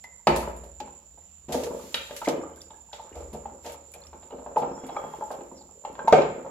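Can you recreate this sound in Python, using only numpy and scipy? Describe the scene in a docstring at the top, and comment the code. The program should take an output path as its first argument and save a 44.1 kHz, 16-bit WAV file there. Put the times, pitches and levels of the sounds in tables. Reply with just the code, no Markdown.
"""Hands rinse small parts in a plastic jug of water on a table; a phone just above hears with two ports.
Knocks ring the modes of jug, table and hard part; extra thuds deepen the table; weight shifts boom below.
Water slaps the wall in random bursts, froth chirps upward, drips, plops and single pitches out of knocks
ring as short wavering tones, wet skin hisses and squeaks.
Behind: a throbbing insect chorus outside, drifting room noise and the tail of bare walls."""
import sys
import numpy as np
from scipy import signal
from scipy.fft import rfft, irfft
from scipy.io import wavfile
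from scipy.ndimage import uniform_filter1d

SR = 44100
rng = np.random.default_rng(int(sys.argv[2]) if len(sys.argv) > 2 else 0)


def store_wav(level_fs):
    """Save 16-bit WAV to argv[1]."""
    pcm = np.round(np.clip(np.atleast_2d(level_fs), -1, 1) * 32767)
    wavfile.write(sys.argv[1], SR, pcm.T.astype(np.int16))


N = 286650


def undb(db):
    """Decibels to amplitude."""
    return 10 ** (np.asarray(db) / 20)


def unit(x):
    """Scale to RMS 1."""
    return x / np.sqrt(np.mean(x ** 2))


def curve(table):
    """Columns of a table interpolated linearly through time."""
    time_s, *columns = np.transpose(table)
    return [np.interp(np.arange(N) / SR, time_s, column) for column in columns]


def band(x, lo_hz, hi_hz, order=2):
    """Butterworth band-pass."""
    return signal.sosfilt(signal.butter(order, [lo_hz, hi_hz], "band", fs=SR, output="sos"), x)


def hiss(lo_hz, hi_hz, size=N, order=2):
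    """Band of white noise, RMS 1."""
    return unit(band(rng.standard_normal(size), lo_hz, hi_hz, order=order))


def walk(rate_hz):
    """Random levels, each held 1 / rate_hz and slewed; RMS 1."""
    hold = int(SR / rate_hz)
    steps = np.repeat(rng.standard_normal(N // hold + 1), hold)
    return unit(uniform_filter1d(steps, hold)[:N])


def add(track, time_s, sound):
    """Mix a sound into a track in place, cut at the end."""
    i = int(time_s * SR)
    track[i:i + len(sound)] += sound[:len(track) - i]


def blow(t, rise_s, t60_s):
    """Contact envelope: steep at first touch, swells for rise_s, then decays exponentially."""
    swell = np.sin(np.pi / 2 * np.minimum(t / rise_s, 1)) ** 0.76
    return swell * undb(-60 * np.maximum(t - rise_s, 0) / t60_s)


def near(modes, hz, db_per_octave):
    """Mode weights in dB, falling with distance from the struck spot's pitch."""
    return -db_per_octave * np.abs(np.log2(np.array(modes)[:, :1] / hz))


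def ring(modes, weight_db, rise_s, t, spread=1.0):
    """One blow on damped modes, each with random detune, phase and strength; peak 1."""
    hz, db, t60_s = np.transpose(modes)[:, :, None]
    detune, phase, strength = spread * rng.standard_normal((3, len(modes), 1))
    sway = np.sin(2 * np.pi * hz * (1 + 0.0063 * detune) * t + 0.64 * phase)
    level = undb(db + weight_db + 2.0 * strength)
    y = np.sum(level * blow(t, rise_s, t60_s) * sway, axis=0)
    return y / np.max(np.abs(y))


def alike(hz, size):
    """Two noises: nearly the same at both ports in the bass, unrelated in the treble."""
    mid, side = rng.standard_normal((2, size))
    share = np.clip((hz / 840.0) ** 1.7, .15, 1)
    return (mid + share * side * np.array([[1], [-1]])) / np.sqrt(1 + share ** 2)


# room noise spectrum: (frequency [Hz], relative density [dB per Hz])
AIR_SPECTRUM = [(15, -33), (25, 0), (81, -7), (197, 2.5), (271, -20), (679, -7.5), (1450, -25), (1700, -33),
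                (2690, -18.5), (6000, -21), (7800, -50), (13200, -120)]
AIR_DB = -63


def air():
    """Quiet room: half-octave noise bands whose levels drift."""
    spectrum_hz, spectrum_db = np.transpose(AIR_SPECTRUM)
    out = 0
    for hz in 42 * 2 ** np.arange(0, 8, .5):
        db = np.interp(np.log(hz), np.log(spectrum_hz), spectrum_db) + 2.0 * walk(9.9)
        out = out + undb(db) * band(alike(hz, size=N), hz / 1.1, hz * 1.194)
    return unit(out) * undb(AIR_DB)


# insect song bands: (centre [Hz], width [Hz], relative level [dB])
CHORUS_BANDS = [(7214, 217, 2.5), (6820, 250, -9.5)]
INSECTS_DB = -60.5


def insects():
    """Distant chorus: narrow noise bands that throb together unevenly."""
    song = 0
    for hz, width_hz, db in CHORUS_BANDS:
        song = song + undb(db) * hiss(hz - width_hz / 2, hz + width_hz / 2, size=(2, N))
    return song * undb(INSECTS_DB + 1.2 * walk(25))


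# bare-wall tail bands: (centre [Hz], t60 [s], relative level [dB])
WALL_BANDS = [(145.5, 0.87, -3), (382, 0.48, 2.5), (789, 0.36, 4.5), (1760, 0.58, 3), (3670, 0.45, -0.5),
              (8460, 0.48, -8.5)]
ROOM_DB = -35.0


def room(x):
    """Bare walls: dense noise tail with a fast build-up and a decay time per band."""
    t = np.arange(SR) / SR
    tail = 0
    for hz, t60_s, db in WALL_BANDS:
        tail = tail + undb(db - 60 * t / t60_s) * band(alike(hz, size=SR), hz / 1.63, hz * 1.562)
    tail = undb(ROOM_DB) * tail * (1 - np.exp(-t / 0.0013))
    return signal.fftconvolve(x[None], tail, axes=1)[:, :N]


# table legs and floor modes: (frequency [Hz], relative level [dB], t60 [s])
FLOOR_MODES = [(58.83, 0.5, 1.5), (76.35, -2.5, 1.3)]
# weight shifts on the table top: (time [s], peak level [dB], favoured pitch [Hz])
WEIGHT_SHIFTS = [(0.275, -28.5, 64), (1.485, -39.5, 75.4), (2.437, -50, 78.1), (3.126, -35.5, 70),
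                 (3.663, -55.5, 75.4), (4.028, -48, 80.7), (4.298, -51, 53.8), (4.701, -52.5, 75.4),
                 (6.073, -45, 66.4)]
HUM_DB = -63


def boom():
    """Slow low modes: struck by weight shifts, over a steady narrow-band hum."""
    out, t = 0, np.arange(SR) / SR
    for hz, _, t60_s in FLOOR_MODES:
        out = out + undb(HUM_DB) * hiss(hz - 4 / t60_s, hz + 4 / t60_s, order=1)
    for time_s, db, hz in WEIGHT_SHIFTS:
        thump = ring(FLOOR_MODES, near(FLOOR_MODES, hz, 36), 0.071, t, spread=0.27)
        add(out, time_s, undb(db) * thump)
    return np.array([out, np.roll(out, shift=30)])  # the table shakes one end of the phone first


# wet skin rubbing: (start [s], end [s], level per band [dB], fade [s])
SKIN_RUBS = [(.3, 0.542, -63, 0.055), (1.49, 2.35, -54.5, 0.041), (3.628, 3.758, -52, 0.043),
             (4.748, 5.5, -63, 0.52)]
# spray flicked off wet fingers: (time [s], level [dB], t60 [s], lower band re top [dB])
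SPRAY_FLICKS = [(0.0388, -51.5, 0.096, 2), (0.269, -41, 0.34, 1.5), (0.3606, -33.5, 0.34, -2.5),
                (0.5633, -52, 0.16, -9), (0.6385, -53.5, 0.18, -4), (0.8016, -50, 0.077, 8.5),
                (1.487, -59, 0.21, 6.5), (1.522, -35, 0.4, 1.5), (1.635, -40.5, 0.18, 1.5),
                (1.942, -35.5, 0.16, 0), (2.164, -37.5, 0.21, -2), (2.245, -48, 0.49, 5.5),
                (2.285, -39.5, 0.13, 7), (2.499, -57, 0.023, -21), (2.559, -54, 0.22, -6),
                (2.613, -49.5, 0.11, -7), (2.77, -58, 0.033, -13), (2.8245, -59, 0.03, -24),
                (2.927, -58.5, 0.43, 9), (3.015, -58, 0.03, -10), (3.1532, -56.5, 0.68, 2),
                (3.33, -51, 0.23, -3), (3.661, -49.5, 0.3, 6.5), (3.72, -46, 0.094, -24),
                (3.918, -48, 0.059, -13), (3.9376, -43.5, 0.11, -7), (4.005, -56, .03, -12),
                (4.067, -52.5, 0.055, -0.5), (4.58, -48.5, 0.22, 2.5), (4.866, -47.5, 0.1, -6),
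                (5.314, -49, 0.18, -0.5), (5.927, -59, 0.081, -5), (6.0804, -46, 0.13, 6),
                (6.124, -56.5, 0.29, 24)]
SNAP_DB, SNAP_S = 5, 0.003  # extra level at a flick's onset, and its decay
HISS_DB, HISS_LOW_DB = -69.5, -72  # steady hiss: treble, below


def swish():
    """Rubs are smooth noise, flicks are bursts of spiky noise; each port hears its own noise."""
    top, under, rubs, t = np.zeros(N), np.zeros(N), np.zeros(N), np.arange(N) / SR
    for start_s, end_s, db, fade_s in SKIN_RUBS:
        fade = np.clip(np.minimum(t - start_s, end_s - t) / fade_s + .5, 0, 1)
        rubs = rubs + undb(db) * fade ** 2
    t = t[:SR // 2]
    for time_s, db, t60_s, low_db in SPRAY_FLICKS:
        decay = undb(db - 60 * t / t60_s + SNAP_DB * np.exp(-t / SNAP_S))
        flare = decay * (1 - np.exp(-t / (0.0023 * t60_s)))
        add(top, time_s, flare)
        add(under, time_s, undb(low_db) * flare)
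    spikes_db = 2.0 * rng.exponential(size=N) + 0.78 * walk(54)
    spray = rng.standard_normal((2, N)) * undb(spikes_db)
    flicks = top * unit(band(spray, 8700, 12000)) + under * unit(band(spray, 1300, 6000))
    rush = hiss(8800, 14000, size=(2, N), order=3) + hiss(1500, 6500, size=(2, N))
    steady = undb(HISS_DB) * hiss(9400, 14000, size=(2, N))
    steady = steady + undb(HISS_LOW_DB) * hiss(1500, 8000, size=(2, N))
    return flicks + rubs * rush * undb(1.5 * walk(15)) + steady


# wet skin on plastic: (start [s], end [s], start pitch [Hz], end pitch [Hz], level [dB], shiver [share])
SKIN_SQUEAKS = [(4.76, 5.34, 3320, 3230, -59, .018), (4.62, 5.08, 5600, 5400, -61, .04),
                (5.55, 5.635, 5600, 3900, -55, .08)]


def squeaks():
    """Stick and slip: a gliding tone with shivering pitch and fluttering level."""
    out = np.zeros(N)
    for start_s, end_s, start_hz, end_hz, db, rough in SKIN_SQUEAKS:
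        n = int((end_s - start_s) * SR)
        shiver, flutter_db = rough * walk(900)[:n], 4 * walk(120)[:n]
        swell = np.sin(np.pi * np.linspace(0, 1, n) ** .75)
        turns = np.cumsum(np.linspace(start_hz, end_hz, n) * (1 + shiver)) / SR
        add(out, start_s, undb(db + flutter_db) * swell * np.sin(2 * np.pi * turns))
    return out


# drips, plops and single pitches out of knocks: (time [s], starting pitch [Hz], level [dB], t60 [s])
SHORT_TONES = [(0.0415, 1996, -32.5, 0.07), (.0415, 928, -40, 0.066), (.271, 854, -8.5, 0.075),
               (.273, 1264, -11.5, 0.047), (.285, 337.4, -17, 0.21), (.198, 925, -51, 0.068),
               (.802, 859, -24.5, 0.087), (1.484, 305, -33.5, 0.062), (1.553, 250, -18.5, 0.1),
               (1.551, 500, -19.5, 0.11), (1.552, 805, -23, 0.068), (1.632, 455.6, -25, 0.19),
               (1.672, 430, -20, 0.072), (2.216, 1330, -27.5, 0.048), (2.217, 887, -32, 0.12),
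               (2.247, 2270, -36, 0.034), (2.258, 2110, -25, 0.041), (2.274, 2370, -24, 0.021),
               (2.278, 297, -20, 0.16), (2.292, 2940, -28, 0.034), (2.424, 5500, -41, 0.0095),
               (2.43, 303, -35, 0.37), (2.435, 1200, -31, 0.042), (2.535, 3120, -51, 0.045),
               (2.575, 1510, -43, 0.029), (2.607, 3510, -40, 0.028), (2.617, 4880, -26, 0.009),
               (2.617, 5700, -24, 0.0082), (2.705, 877, -39, 0.095), (2.738, 1650, -52, 0.075),
               (2.782, 908, -46.5, 0.092), (2.888, 890, -46, 0.08), (2.916, 1550, -48, .03),
               (2.998, 870, -28, 0.06), (3.125, 2860, -46, 0.034), (3.352, 510, -50, 0.061),
               (3.456, 830, -20.5, 0.032), (3.938, 2390, -40, 0.042), (4.018, 4280, -40, 0.027),
               (4.037, 3550, -40, .015), (4.037, 4970, -39, .015), (4.069, 5460, -33, 0.014),
               (4.049, 1206, -47.5, 0.054), (4.319, 2820, -45, 0.027), (4.563, 668, -20, 0.068),
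               (4.568, 845, -6.5, 0.057), (4.89, 3830, -46, .03), (4.966, 3880, -43, .025),
               (4.966, 2200, -25, 0.016), (4.966, 1200, -19.5, 0.043), (4.968, 835, -32, 0.035),
               (5.138, 854, -29, 0.048), (5.222, 867, -23, 0.13), (5.515, 920, -30.5, 0.023),
               (5.612, 843, -37, 0.037), (5.85, 847, -18, 0.034), (5.993, 1553, -29.5, 0.071),
               (6.08, 887, -4.5, 0.073), (6.127, 1215, -13, 0.06), (6.128, 1524, -13.5, 0.055),
               (6.127, 722, -2, 0.11), (6.132, 429, -2.5, 0.095)]
WOBBLE = 0.02  # RMS pitch waver [share]


def short_tones():
    """Short wavering tones creeping upward: drips, plops and single pitches ringing out of knocks."""
    out, t, waver = np.zeros(N), np.arange(SR // 5) / SR, WOBBLE * walk(200)
    for time_s, hz, db, t60_s in SHORT_TONES:
        local_waver = np.roll(waver, -int(time_s * SR))[:len(t)]
        turns = hz * np.cumsum(1 + 0.74 * t + local_waver) / SR
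        envelope = undb(db - 60 * t / t60_s) * (1 - np.exp(-t / 0.0012))
        add(out, time_s, envelope * np.sin(2 * np.pi * turns))
    return out


# hands stirring: (time [s], slop level [dB], froth level [dB])
STIRRING = [(0, -101, -79), (2.95, -76, -79), (3.13, -52.5, -59.5), (3.8, -83.5, -92), (4.0, -61.5, -71),
            (4.2, -63.5, -81), (4.55, -73, -93), (4.8, -51, -61.5), (4.98, -47.5, -50), (5.12, -58, -67.5),
            (5.27, -56, -78), (5.61, -67.5, -78), (5.85, -48.5, -81.5), (6.5, -64, -80)]
# where water slaps the wall: (favoured pitch [Hz], relative level [dB])
SLAP_SPOTS = [(330, 3.5), (450, -1), (600, 0.5), (850, -2), (1200, -13.5)]
SPOT_SCATTER = 0.051  # detuning of the wall by tilting water [share]
FROTH_LO_HZ, FROTH_HI_HZ, FROTH_PER_S, FROTH_T60_S = 1060, 2700, 420, 0.012
# water motion after every knock, re the knock's level
AFTERSLOP_DB, AFTERFROTH_DB, AFTERSLOP_RISE_S, AFTERSLOP_T60_S = -28, -54.5, 0.082, 0.66


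def slop():
    """Random small slaps ring damped wall modes; random small bubbles burst as rising chirps."""
    slosh, froth, t = 0, 0, np.arange(SR // 8) / SR
    for spot_hz, spot_db in SLAP_SPOTS:
        for detune in 1 + SPOT_SCATTER * np.arange(-1, 2):
            slaps = (rng.random(N) < 5 / SR) * undb(spot_db + 5.6 * rng.standard_normal(N))
            wall = np.array(JUG_MODES) * [detune, 1, .4]  # shorter decay than a knock
            body = ring(wall, near(JUG_MODES, spot_hz, 14.0), 0.0035, t, spread=0.82)
            slosh = slosh + signal.fftconvolve(slaps, body)[:N]
    for hz in np.geomspace(FROTH_LO_HZ, FROTH_HI_HZ, num=12):
        burst_db = -6.0 * np.log2(hz / FROTH_LO_HZ) + 5.3 * rng.standard_normal(N)
        bursts = (rng.random(N) < FROTH_PER_S / 12 / SR) * undb(burst_db)
        bubble = undb(-60 * t / FROTH_T60_S) * np.sin(2 * np.pi * hz * t * (1 + 5.4 * t))
        froth = froth + signal.fftconvolve(bursts, bubble)[:N]
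    motion, foam = undb(curve(STIRRING))
    after, t = np.zeros(N), np.arange(SR) / SR
    for time_s, db, *_ in JUG_KNOCKS:
        add(after, time_s, undb(db) * blow(t, AFTERSLOP_RISE_S, AFTERSLOP_T60_S))
    slosh = unit(slosh) * (motion + undb(AFTERSLOP_DB) * after)
    return slosh + unit(froth) * (foam + undb(AFTERFROTH_DB) * after)


# table top modes: (frequency [Hz], relative level [dB], t60 [s])
TABLE_MODES = [(155, -2, 0.3), (223, 4.5, 0.24), (264.5, -4.5, 0.24)]
# extra table thuds: (time [s], peak level [dB])
TABLE_THUDS = [(0.275, -21.5), (0.831, -42), (1.484, -33.5), (3.333, -37), (4.62, -31.5), (5.06, -41)]


def table_thuds():
    """Extra low thud of the table modes, mostly under knocks."""
    out, t = np.zeros(N), np.arange(SR // 3) / SR
    for time_s, db in TABLE_THUDS:
        add(out, time_s, undb(db) * ring(TABLE_MODES, 0, 0.0044, t))
    return out


# jug wall and the air over the water: (frequency [Hz], relative level [dB], t60 [s])
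JUG_MODES = [(282.5, 0.5, 0.062), (351.8, -2, 0.097), (438, -2.5, 0.073), (480.1, 3, 0.051),
             (561.1, 2.5, 0.1), (622, 3, 0.06), (697.6, 0.5, 0.051), (738, -2, 0.046), (818.7, 2.5, 0.062),
             (877, 1, 0.094), (915, 3.5, 0.031), (1032, -2.5, 0.033), (1207, -0.5, 0.027),
             (1327, -5, 0.047), (1554, -7, 0.039), (1760, -14.5, 0.034)]
# hard part modes: (frequency [Hz], relative level [dB], t60 [s])
PART_MODES = [(2110, -17, 0.015), (2283, -10.5, 0.015), (2700, -6.5, 0.02), (2940, -5.5, 0.025),
              (3230, -0.5, 0.02), (3377, 8, 0.0097), (3576, 2.5, 0.03), (3740, 3, 0.035),
              (3880, -6.5, .018), (4660, -13, 0.045)]
# knocks and slaps: (time [s], jug peak level [dB], favoured pitch [Hz], contact [ms], hard part re jug [dB])
JUG_KNOCKS = [(0.042, -40, 810, 1.1, -19), (0.2705, -1.5, 710, 2.6, -12), (0.635, -34.5, 520, 3.2, -33),
              (0.8025, -31, 358, 9.3, -13), (0.875, -36.5, 760, 3.9, -23), (1.175, -45.5, 592, 2.6, -21),
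              (1.484, -24.5, 307, 12, -32.5), (1.495, -24.5, 587, 32, -35), (1.54, -14, 506, 11, -52),
              (1.623, -20.5, 404, 18, -44), (1.664, -27.5, 440, 13, -25.5), (1.9432, -24.5, 594, 1.26, 11),
              (1.9475, -41, 580, 1.7, 21), (2.109, -27, 560, 1.94, -12), (2.216, -26.5, 920, 6.1, -19),
              (2.273, -10, 510, 6.2, -28.5), (2.284, -22.5, 398, 4.9, -35), (2.43, -36.5, 800, 6.7, -43),
              (2.705, -43.5, 850, 3.8, -7.5), (2.93, -32.5, 830, 4, -4), (2.98, -33, 805, 17, -42),
              (3.142, -32, 540, 34, -34), (3.202, -29.5, 480, 3.1, -46), (3.333, -25, 465, 23.3, -35),
              (3.456, -31, 660, 3.3, -28), (3.643, -27.5, 530, 31.5, -24.5), (3.696, -33.5, 610, 2.5, -9),
              (3.938, -36.5, 594, 29, -21), (4.13, -35.5, 850, 3.7, -22), (4.222, -40, 770, 18, -17),
              (4.306, -35, 750, 4.5, -18.5), (4.322, -28, 417, 12, -41), (4.38, -32.5, 447, 19, -37),
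              (4.462, -28, 606, 2.9, -33), (4.56, -14.5, 665, 8.3, -39.5), (4.615, -17.5, 696, 26, -36),
              (4.837, -27.5, 260, 1.6, -27), (4.886, -27.5, 830, 15, -26), (4.959, -21, 950, 13, -46),
              (5.04, -22, 660, 2, -47), (5.137, -27.5, 785, 1.6, -39), (5.22, -32.5, 846, 10, -46),
              (5.305, -24, 800, 3.7, -38), (5.335, -30.5, 590, 16, -28), (5.406, -30, 420, 6.4, -29),
              (5.849, -29.5, 840, 3.5, -12), (5.952, -34, 900, 2.2, -15), (5.991, -21.5, 790, 2.3, -30.5),
              (6.074, -10, 980, 7.7, -30.5), (6.126, 1.5, 594, 1.46, -22), (6.18, -10, 440, 10, -35),
              (6.219, -19, 607, 2.8, -11.5), (6.463, -24.5, 770, 1.7, -37)]
FOCUS_DB_PER_OCTAVE = 9.5  # how narrowly a knock picks jug modes
THUD_DB, THUD_DB_PER_OCTAVE, THUD_HZ = -24, -4, 608  # low knocks shake the table more
CLACK_DB, CLACK_PER_TICK = -9, 0.56  # harder part strike, louder clack
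RING_PER_TICK = 0.86  # only a sharp strike makes the part ring clear


def knocks():
    """The jug rings, the table thuds, the contact clacks in noise and the hard part ticks."""
    out, t = np.zeros(N), np.arange(SR // 4) / SR
    for time_s, db, hz, contact_ms, tick_db in JUG_KNOCKS:
        rise_s = contact_ms / 1000
        jug = ring(JUG_MODES, near(JUG_MODES, hz, FOCUS_DB_PER_OCTAVE), rise_s, t)
        thud_db = THUD_DB + THUD_DB_PER_OCTAVE * np.log2(hz / THUD_HZ)
        thud = undb(thud_db) * ring(TABLE_MODES, 0, rise_s + 0.009, t)
        clack = blow(t, 0.39 * rise_s, 0.077) * hiss(1000, 3200, size=len(t))
        clack = undb(CLACK_DB + CLACK_PER_TICK * tick_db) * clack
        crack = undb(-2.5) * blow(t, 1.01 * rise_s, 0.0031) * hiss(2600, 4270, size=len(t))
        part = undb(RING_PER_TICK * min(tick_db, 0)) * ring(PART_MODES, 0, 0.96 * rise_s, t)
        add(out, time_s, undb(db) * (jug + thud + clack + undb(tick_db) * (part + crack)))
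    return out


def scene():
    """Near sources reach both ports directly and through the room; the rest are stereo layers."""
    background = air() + insects() + boom() + swish()
    jug, slosh, tones = knocks() + table_thuds(), slop(), short_tones() + squeaks()
    close = jug + slosh + tones
    direct = np.array([close, np.roll(close, shift=3)])  # ports a finger apart
    # water sounds inside the jug: other paths to the walls; short tones and squeaks reach them less
    return direct + room(jug) + room(slosh + undb(-5.0) * tones) + background


# right port re left: (frequency [Hz], gain [dB])
PORT_RESPONSE = [(5000, 0), (7200, 10.5), (8300, 3.5), (9500, -14.5), (15000, 0.5)]
TOP_HZ = 15800


def record(dry):
    """The right port is coloured; the phone rounds the loudest peaks and cuts the top."""
    colour = undb(np.interp(np.fft.rfftfreq(N, 1 / SR), *np.transpose(PORT_RESPONSE)))
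    ports = np.array([dry[0], irfft(rfft(dry[1]) * colour, N)])
    rounded = np.tanh(0.73 * ports) / 0.92
    return signal.sosfilt(signal.ellip(8, .2, 70, TOP_HZ, fs=SR, output="sos"), rounded)


dry = scene()
out = record(dry)
store_wav(out)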